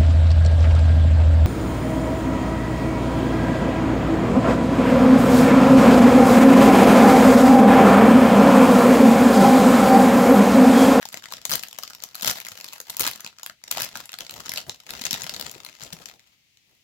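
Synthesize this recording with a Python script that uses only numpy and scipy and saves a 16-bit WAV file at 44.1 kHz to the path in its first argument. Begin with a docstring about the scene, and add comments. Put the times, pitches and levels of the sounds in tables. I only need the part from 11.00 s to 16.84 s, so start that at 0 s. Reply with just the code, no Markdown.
"""At a wooden table in a small quiet room, close to a stereo phone and mostly left of it,
two hands turn, pull and open a stiff plastic bag.
Creases snap in short bright bursts of filtered noise, a swarm of smaller ones fills the gaps,
panels pop as brief damped tones and the bag body flexes as low noise.
Table and walls return smeared echoes and a short tail over a steady floor of room air."""
import sys
import numpy as np
from scipy import signal
from scipy.fft import rfft, irfft, next_fast_len
from scipy.io import wavfile
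from scipy.ndimage import uniform_filter1d

SR = 44100
rng = np.random.default_rng(int(sys.argv[2]) if len(sys.argv) > 2 else 0)


def boost(x):
    """Linear amplitude factor 10**(x/20) for a level x in decibels (scalar or array-like)."""
    u = np.asarray(x, float) / 20
    return 10 ** u


def unload_audio(sound):
    """Save the sound as a 16-bit wav file, at the path given as the first command line argument."""
    columns = np.transpose(np.atleast_2d(sound))
    # keep every value between -1 and 1, then stretch to whole-number steps
    steps = np.round(np.clip(columns, -1, 1) * 32767)
    wavfile.write(sys.argv[1], SR, steps.astype(np.int16))


N = 257391  # length [samples]
BURST = 1024  # length of one crease [samples]

# Levels in the tables hold ahead of the phone's rounding of peaks.
# Loud crease snaps: (time [s], level [dB], ring [Hz], treble re level, before a common lift [dB])
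LOUD_SNAPS = [(0.0273, -31, 4200, -31), (0.0538, -22.5, 5890, -12), (0.0875, -25.5, 7250, -12),
              (0.1266, -29, 4330, -4.5), (0.1422, -21.5, 2200, -23), (0.1718, -24.5, 2680, -16),
              (0.2227, -35, 1670, -20), (0.2395, -27, 3680, -22), (0.2564, -27, 1820, -28),
              (0.3223, -23, 4700, -8), (0.336, -19.5, 4600, -23.5), (0.3681, -29, 4530, -24),
              (0.4152, -32.5, 3130, -18), (0.4525, -13.5, 6550, -8), (0.4558, -25, 4200, -8),
              (0.4943, -19.5, 6400, -3.5), (0.5004, -26.5, 3460, -1.5), (0.5078, -18.5, 4820, -2.5),
              (0.5157, -12.5, 5070, -6.5), (0.5213, -14.5, 5900, -8.5), (0.529, -12, 5710, -11),
              (0.5356, -9.5, 6300, -9), (0.5543, -15, 4910, -1.5), (0.594, -24.5, 6480, -15),
              (0.627, -30.5, 5500, -4), (0.635, -18.5, 3300, -12), (0.6719, -37, 4370, -10),
              (0.684, -30, 7420, -6.5), (0.7111, -32, 3750, -11), (0.7286, -28.5, 7420, -10),
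              (0.7864, -20, 1800, -8.5), (0.8263, -29.5, 5420, -13), (0.834, -21, 6200, -12),
              (0.8766, -26, 5060, -16), (0.8995, -29.5, 6600, -11), (0.9052, -28.5, 1500, -18),
              (0.9332, -29.5, 5070, -21), (0.949, -28, 6100, -11), (1.002, -33.5, 4370, -28),
              (1.023, -28, 6640, -14), (1.037, -21, 6740, -7.5), (1.0874, -36.5, 4900, -12),
              (1.1457, -26.5, 4350, -12), (1.1528, -22.5, 4240, -4.5), (1.1628, -31, 4730, -32),
              (1.2097, -24, 6170, -16), (1.2224, -19, 4200, -2), (1.2302, -18.5, 6430, -11),
              (1.2454, -19, 6500, -7), (1.26, -22, 3970, -1), (1.2744, -8, 6600, -11),
              (1.281, -14.5, 5850, -4), (1.2884, -25, 2090, -17.5), (1.2972, -11, 6000, -20.5),
              (1.3042, -15, 6230, -6), (1.3114, -15, 4850, -7), (1.4014, -23.5, 2680, -7),
              (1.4154, -27.5, 2640, -16), (1.4494, -25.5, 6760, -15), (1.4664, -24, 1940, -8.5),
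              (1.4854, -22, 6960, -8.5), (1.517, -25.5, 2640, -19), (1.5744, -28.5, 2870, -19),
              (1.6008, -29.5, 2700, -14.5), (1.61, -24.5, 4550, -14.5), (1.6432, -23.5, 4800, -9.5),
              (1.6801, -33, 6600, -14.5), (1.6854, -27.5, 4100, -14), (1.732, -26.5, 6500, -6),
              (1.7362, -28.5, 2750, -7.5), (1.7806, -33, 1530, -11), (1.8017, -21, 6460, -9),
              (1.8136, -34, 5950, -4), (1.8976, -20, 6050, -8.5), (1.9016, -21, 4100, -3.5),
              (1.9677, -21, 5850, 1), (1.9956, -21, 7090, 6), (1.9946, -20.5, 3740, -5.5),
              (2.0003, -21, 1500, -1), (2.0044, -14, 4800, 1), (2.0082, -11, 6600, -4),
              (2.0182, -16, 5900, -5), (2.0234, -19.5, 5330, -19), (2.0393, -15.5, 5370, -12.5),
              (2.0654, -10, 1800, -10), (2.0722, -17, 4020, -9), (2.0764, -17, 6170, -2),
              (2.0827, -17, 3650, -17), (2.1124, -24.5, 2040, -5.5), (2.133, -25, 4130, -16),
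              (2.1582, -28, 6620, -6), (2.2054, -26.5, 7050, -6), (2.246, -22, 2450, -24.5),
              (2.2631, -21.5, 2700, -25), (2.2742, -27, 4350, -30), (2.3847, -32, 4840, -27),
              (2.396, -34.5, 1630, -30), (2.4318, -21, 7150, -11), (2.4621, -21, 3380, -5.5),
              (2.497, -25, 1700, -26), (2.6383, -26, 6850, -20), (2.6796, -27.5, 5060, -25.5),
              (2.711, -19, 5870, -4.5), (2.7132, -11.5, 7300, -3.5), (2.7236, -18, 3200, -19),
              (2.7718, -16.5, 4200, -9.5), (2.7997, -17, 5860, -12), (2.8062, -19, 3960, -6.5),
              (2.8185, -13.5, 5540, -5), (2.8314, -17, 4900, -13), (2.8416, -22.5, 3460, -9.5),
              (2.8464, -21, 6160, -6), (2.889, -31.5, 4240, -8), (2.9547, -18.5, 1620, -21),
              (2.9616, -25.5, 6340, -16), (2.9714, -23.5, 5260, -7), (3.0025, -26.5, 4740, -12),
              (3.056, -33.5, 7540, -0.5), (3.0919, -26, 2900, -34), (3.1185, -30.5, 3490, -8),
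              (3.13, -25, 3560, -20), (3.1394, -21, 3760, -20), (3.1866, -22, 4250, -9.5),
              (3.2063, -20.5, 3230, -17.5), (3.2656, -27.5, 4280, -24), (3.2944, -23, 3480, -21),
              (3.3087, -25.5, 4800, -6), (3.3393, -30, 4110, -9), (3.3897, -38, 3450, -19),
              (3.459, -24.5, 6260, -17), (3.493, -15, 6400, -10.5), (3.518, -18.5, 2140, -13),
              (3.5371, -19.5, 1970, -7), (3.5592, -19, 4510, -19.5), (3.5738, -14.5, 3900, -13.5),
              (3.5806, -18, 4800, -17), (3.6136, -30.5, 7160, -22), (3.695, -15.5, 3970, -20.5),
              (3.8011, -32.5, 4570, -21), (3.8656, -31.5, 3000, -25), (3.891, -30, 2090, -20),
              (3.9057, -19.5, 4360, -9.5), (3.9366, -25.5, 2800, -22), (3.9509, -27.5, 3490, -26),
              (3.9943, -30.5, 2680, -26), (4.0127, -24, 6460, -18), (4.017, -19.5, 4050, -18),
              (4.0377, -21.5, 4110, -13), (4.0525, -11, 6650, -15.5), (4.0572, -18, 3020, -17),
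              (4.0649, -16.5, 4230, -20.5), (4.1088, -13, 5850, -16), (4.1294, -12.5, 4650, -12),
              (4.1407, -15.5, 3500, -17.5), (4.1475, -22, 3490, -21), (4.1737, -28, 1920, -22),
              (4.2074, -28, 1800, -19), (4.2187, -18.5, 6370, -27), (4.2347, -26, 3140, -4.5),
              (4.2654, -22, 3340, -19), (4.2938, -16, 4800, -15), (4.338, -23.5, 4130, -15),
              (4.3445, -21.5, 4240, -19), (4.3636, -21, 4930, -18), (4.3975, -29, 3470, -5),
              (4.4106, -18.5, 4400, -11.5), (4.4244, -25.5, 2820, -15), (4.4603, -32.5, 7100, -24),
              (4.4648, -22, 2970, -30), (4.4957, -29, 2770, -17), (4.5134, -30, 7180, -3),
              (4.602, -32.5, 3250, -30), (4.6478, -27, 4350, -8.5), (4.6635, -28.5, 2400, -20),
              (4.688, -34, 2300, -26), (4.825, -30, 4700, -16), (4.8349, -24.5, 6900, -10.5),
              (4.8648, -35, 4060, -22), (4.9266, -24.5, 3900, -21), (4.9306, -25, 6200, -7.5),
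              (5.0569, -25, 7500, -19), (5.0863, -32, 3480, -15), (5.1943, -41, 3760, -20),
              (5.5717, -44.5, 3740, -28)]
# Lag of the left ear behind the right, negative when it leads: (time [s], lag [samples])
LEFT_EAR_LAG = [(0, -4.5), (1.5, -7), (3.0, -2.5), (3.7, -12), (4.7, -19.5), (5.8, -18.5)]
# Tone of the creases at the microphones: (frequency [Hz], relative level [dB])
MIC_RESPONSE = [(40, -38.5), (140, 15), (420, -7.5), (1000, 2), (3000, -1.5), (6500, -2.5), (7300, -1),
                (8800, -14.5), (11900, -15), (15800, -17.5), (16800, -60.5)]
# Colour of the flexing bag body: (frequency [Hz], relative density [dB per Hz])
FLEX_COLOUR = [(30, -16), (60, -1), (135, 2), (330, -2.5), (730, -1), (1500, -22.5)]
# Colour of the room air: (frequency [Hz], relative density [dB per Hz])
FLOOR_COLOUR = [(24, -35.5), (40, -10.5), (113, -4.5), (190, -9), (500, -21.5), (1500, -25), (2000, -12),
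                (2700, -10.5), (7000, -18), (8800, -27), (15400, -23.5), (17000, -45.5)]
# Echoes from table and walls: (delay [s], level re the bag [dB])
SURFACE_ECHOES = [(.0025, -8.5), (.009, -16), (0.015, -19.5)]
# Decay of the small room: (frequency [Hz], time to fall 60 dB [s])
ROOM_DECAY = [(200, 0.13), (1400, 0.12), (4000, 0.18), (12000, 0.12)]
# Hollow pops and thuds of whole panels: (time of peak [s], peak rms before panning [dB], pitch [Hz])
PANEL_POPS = [(0.056, -36.5, 850), (0.324, -30, 1080), (0.456, -36, 1040), (0.497, -44.5, 148),
              (0.524, -32.5, 1090), (0.537, -45, 155), (0.537, -41, 790), (1.262, -55, 117),
              (1.299, -48, 880), (1.899, -38.5, 930), (1.999, -31, 1330), (2.042, -41.5, 804),
              (2.067, -35.5, 1067), (2.072, -41, 302), (2.077, -29, 950), (2.247, -39, 1160),
              (2.774, -27.5, 710), (2.802, -37, 600), (2.821, -47.5, 980), (2.824, -52, 131),
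              (2.955, -49, 1300), (3.142, -41.5, 690), (3.699, -37, 875), (4.015, -42.5, 236),
              (4.15, -34, 784), (4.267, -39, 720), (4.829, -49.5, 130), (4.934, -41.5, 170),
              (1.525, -55, 101), (1.996, -52, 130), (2.022, -52, 110), (4.14, -49, 120), (4.248, -47, 170),
              (4.561, -45, 373)]
# Grips and pulls: (start [s], end [s], base level of small crackle [dB], level of flexing [dB])
HAND_GRIPS = [(0, 0.026, -41.5, -70), (0.123, .41, -47.5, -69.5), (0.498, 0.57, -35.5, -50),
              (0.72, 1.12, -51, -68), (1.193, 1.238, -43, -71.5), (1.248, 1.301, -25.5, -62),
              (1.4, 1.747, -45, -68.5), (1.908, 1.881, -36, -53), (2.02, 2.063, -27, -58),
              (2.197, 2.304, -53, -71.5), (2.424, 2.467, -54.5, -73.5), (2.686, 2.773, -40, -60.5),
              (2.782, 2.809, -27.5, -49), (2.936, 3.002, -41, -56.5), (3.203, 3.217, -41, -52.5),
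              (3.322, 3.592, -41, -52), (3.69, 3.735, -46, -53), (3.886, 3.99, -42, -52),
              (4.064, 4.256, -38, -49.5), (4.318, 4.432, -43, -46.5), (4.424, 4.566, -48.5, -50.5),
              (4.63, 4.738, -51.5, -61.5), (4.82, 4.847, -41.5, -52.5), (4.93, 4.953, -47.5, -49),
              (4.996, 5.105, -49, -59.5), (5.152, 5.312, -62.5, -83), (5.685, 5.733, -69.5, -72.5)]
# Place and facing of the bag: (time [s], left minus right [dB], small-crease treble before lift [dB])
BAG_PLACE = [(0, 4.5, -13.5), (.5, 7.5, -25), (1.3, 5, -12.5), (2.0, 4, -15.5), (2.6, 4.5, -27),
             (3.4, 5, -18.5), (3.8, 4, -17.5), (4.4, 10.5, -23), (5.2, 9.5, -20), (5.84, -1, -5)]

FLOOR_DB, ROOM_TAIL_DB = -68, -7.5  # middle of the two ears; tail energy re the bag
RISE_DB_PER_S, FALL_DB_PER_S = 402, 186.5  # slopes before and after a grip
SNAP_BODY_DB, BODY_SCATTER_DB, PAN_SCATTER_DB = -15.5, 3.5, 3  # body before a common trim
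LEFT_RIGHT = np.array([[1], [-1]])


def shape(points, hz):
    """Value of a (frequency [Hz], value) table on a log-frequency axis."""
    f, v = np.transpose(points)
    return np.interp(np.log(np.maximum(hz, 1)), np.log(f), v)


def colour(x, points):
    """Filter by a (frequency [Hz], level [dB]) table."""
    n = next_fast_len(x.shape[-1])
    gain = boost(shape(points, np.fft.rfftfreq(n, 1 / SR)))
    return irfft(rfft(x, n) * gain, n)[..., :x.shape[-1]]


def unit(x):
    """Scale to rms 1."""
    return x / np.sqrt(np.mean(x ** 2))


def walk(rate):
    """Random levels held 1 / rate s and slewed; spread near 1."""
    hold = int(SR / rate)
    steps = np.repeat(rng.standard_normal(N // hold + 1), hold)
    return unit(uniform_filter1d(steps, hold)[:N])


def resonance(hz, centre_hz, q):
    """Response of a damped patch of film."""
    damping = 1j * hz * centre_hz / q
    return damping / (centre_hz ** 2 - hz ** 2 + damping)


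def floor():
    """Quiet room air as steady coloured noise; its bass is more alike in both ears."""
    mid, side = colour(rng.standard_normal((2, N)), FLOOR_COLOUR)
    side = colour(side, [(200, -7.5), (1400, 0.5)])
    ears = (mid + side * LEFT_RIGHT) / np.std(mid)
    return boost(FLOOR_DB + 2.0 * LEFT_RIGHT) * ears


def grips():
    """Crackle and flexing levels build up fast to each grip and die away more slowly after it."""
    t = np.arange(N) / SR
    power = 0
    for start, end, *db in HAND_GRIPS:
        # where the end precedes the start the two slopes overlap
        fade_db = RISE_DB_PER_S * np.maximum(start - t, 0) + FALL_DB_PER_S * np.maximum(t - end, 0)
        power = power + boost(np.array(db)[:, None] - fade_db) ** 2
    return 10 * np.log10(power)


def snaps(s, level_db, ring_hz, body_db, treble_db, pan_db, rise_ms, q, alike):
    """Each crease buckles in a run of tiny slips about a millisecond long that rings the film around it."""
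    t = np.arange(BURST) / SR
    hz = np.fft.rfftfreq(BURST, 1 / SR)
    draw = rng.standard_normal((len(s), 2 * BURST + 2))
    left_slips, right_slips = draw[:, :BURST], draw[:, BURST:2 * BURST]
    rise = rise_ms / 1000 * np.exp(0.14 * draw[:, -1:])
    swell = t / rise * np.exp(-t / rise)
    # the air in the bag hums near one pitch, the slack film varies from crease to crease
    film_hz = 800 * np.exp(0.45 * draw[:, -2:-1])
    body = resonance(hz, 730, 2.0) + 1.36 * resonance(hz, film_hz, 1.66) ** 2
    ring = resonance(hz, ring_hz[:, None], q) + 0.77 * resonance(hz, 6800, 0.39)
    treble = resonance(hz, 12550, 1.57) ** 2
    # the far ear sees the patch from another side: treble detail differs and arrives apart
    share = np.clip(alike, 0, 1) ** (hz ** 2 / (hz ** 2 + 900 ** 2))
    lag = np.interp(s, *np.transpose(LEFT_EAR_LAG))[:, None]
    shift = np.exp(2j * np.pi * hz * lag / SR)
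    mic = boost(shape(MIC_RESPONSE, hz))

    def levelled(spectrum, db):
        """Set the energy as if it were spread over half a millisecond."""
        energy = np.sum(irfft(spectrum) ** 2, 1, keepdims=True)
        return boost(db)[:, None] * spectrum * np.sqrt(.0005 * SR / energy)

    # (response, level [dB], sharpness): treble comes only from the fastest part of the run
    parts = ((ring, 0 * s, 1.3), (body, body_db - .7, .7), (treble, treble_db + 4.5, 2.6))
    left = right = 0
    for response, part_db, sharpness in parts:
        near = rfft(left_slips * swell ** sharpness) * response * mic
        other = rfft(right_slips * swell ** sharpness) * response * mic
        far = (share * near + np.sqrt(1 - share ** 2) * other) * shift
        left = left + levelled(near, part_db)
        right = right + levelled(far, part_db)
    out = np.zeros((2, N + BURST))
    at = (s * SR).astype(int)[:, None] + np.arange(BURST)
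    for side, sign, burst in zip(out, (1, -1), (left, right)):
        np.add.at(side, at, boost(level_db + sign * pan_db / 2)[:, None] * irfft(burst))
    return out[:, :N]


def crackle(level_db, treble_db, pan_db, count, spread_db):
    """Small creases let go at random moments: many faint, a few strong."""
    draw = rng.random((count, 6))
    # a wavy warp of time bunches the moments into clusters
    last = (N - 1) / SR
    s = draw[:, 0] * last
    s = np.clip(s + .004 * walk(60)[(s * SR).astype(int)], 0, last)
    at = (s * SR).astype(int)
    size_db = -2.5 - spread_db * np.log(1 - .97 * draw[:, 1])
    ring_hz = 1800 * 2.77 ** draw[:, 2]
    body_db = -20 + 14 * draw[:, 3]
    crease_treble_db = treble_db[at] + 10 * (draw[:, 4] - .5)
    crease_pan_db = pan_db[at] + 8 * (draw[:, 5] - .5)
    return snaps(s, level_db[at] + size_db, ring_hz, body_db, crease_treble_db, crease_pan_db,
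                 rise_ms=0.912, q=0.65, alike=0.2)


def flexing(level_db, pan_db):
    """The air-filled bag body puffs and thuds softly when squeezed; long waves reach both ears more evenly."""
    puffs = boost(3.8 * walk(40))
    shared, apart = (unit(colour(rng.standard_normal(N) * puffs, FLEX_COLOUR)) for _ in range(2))
    return boost(level_db + 0.19 * pan_db * LEFT_RIGHT) * (shared + .5 * apart * LEFT_RIGHT)


def room(x):
    """Smeared echoes from table and walls, and a diffuse tail whose octaves each decay at their own rate."""
    t = np.arange(int(.5 * SR)) / SR
    tail = 0
    for hz in 125 * 2. ** np.arange(8):
        octave = [(hz / 2, -40), (hz / 1.4, 0), (hz * 1.4, 0), (hz * 2, -40)]
        band = colour(rng.standard_normal((2, len(t))), octave)
        band = band + 900 / hz * band.mean(0)  # the bass is more alike in both ears
        decay = np.exp(-np.log(1000) * t / shape(ROOM_DECAY, hz))
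        tail = tail + unit(band) / np.sqrt(np.mean(hz ** -1.)) * decay
    tail = tail * np.clip((t - .004) / 0.0046, 0, 1)
    answer = boost(ROOM_TAIL_DB) * tail / np.sqrt(np.sum(tail ** 2, 1, keepdims=True))
    for s, db in SURFACE_ECHOES:
        smear = rng.standard_normal((2, len(t))) * np.exp(-np.abs(t - s) / 0.00048)
        answer = answer + boost(db) * smear / np.sqrt(np.sum(smear ** 2, 1, keepdims=True))
    return signal.fftconvolve(x.mean(0, keepdims=True), answer, axes=1)[:, :N]


def loud_creases(pan_db):
    """The strong snaps, each from its own spot on the bag."""
    s, level_db, ring_hz, treble_db = np.transpose(LOUD_SNAPS)
    draw = rng.standard_normal((len(s), 2))
    body_db = SNAP_BODY_DB + BODY_SCATTER_DB * draw[:, 0]
    snap_pan_db = pan_db[(s * SR).astype(int)] + PAN_SCATTER_DB * draw[:, 1]
    return snaps(s, level_db, ring_hz, body_db, treble_db, snap_pan_db,
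                 rise_ms=0.876, q=3.9, alike=0.097)


def pops(pan_db, cycles):
    """A panel of the bag flips and swings for a few cycles, pushing the air inside."""
    t = np.arange(4 * BURST) / SR
    out = np.zeros((2, N + len(t)))
    for (s, db, hz), turn in zip(PANEL_POPS, rng.random(len(PANEL_POPS))):
        rise = cycles / hz
        envelope = np.sqrt(2) * t / rise * np.exp(1 - t / rise)
        swing = envelope * np.sin(2 * np.pi * (hz * t + turn))
        at = int((s - rise) * SR)
        out[:, at:at + len(t)] += boost(db + 0.35 * pan_db[at] * LEFT_RIGHT) * swing
    return out[:, :N]


def scene():
    """Bag, room and floor as the two microphones hear them."""
    s, *columns = np.transpose(BAG_PLACE)
    pan_db, treble_db = (np.interp(np.arange(N) / SR, s, c) for c in columns)
    quiet_air = floor()
    crackle_db, flex_db = grips()
    small_creases = crackle(crackle_db, treble_db, pan_db, count=1900, spread_db=5.5)
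    body = flexing(flex_db, pan_db)
    creases = small_creases + loud_creases(pan_db)
    return quiet_air + creases + room(creases) + body + pops(pan_db, cycles=0.91)


def band_limit(x):
    """A steep low-pass at the top of the band."""
    return signal.sosfilt(signal.butter(12, 17140, fs=SR, output="sos"), x)


def record(dry):
    """The phone rounds the loudest peaks."""
    mix = 0.79 * np.tanh(dry / 0.81)
    return band_limit(mix)


dry = scene()
out = record(dry)
unload_audio(out)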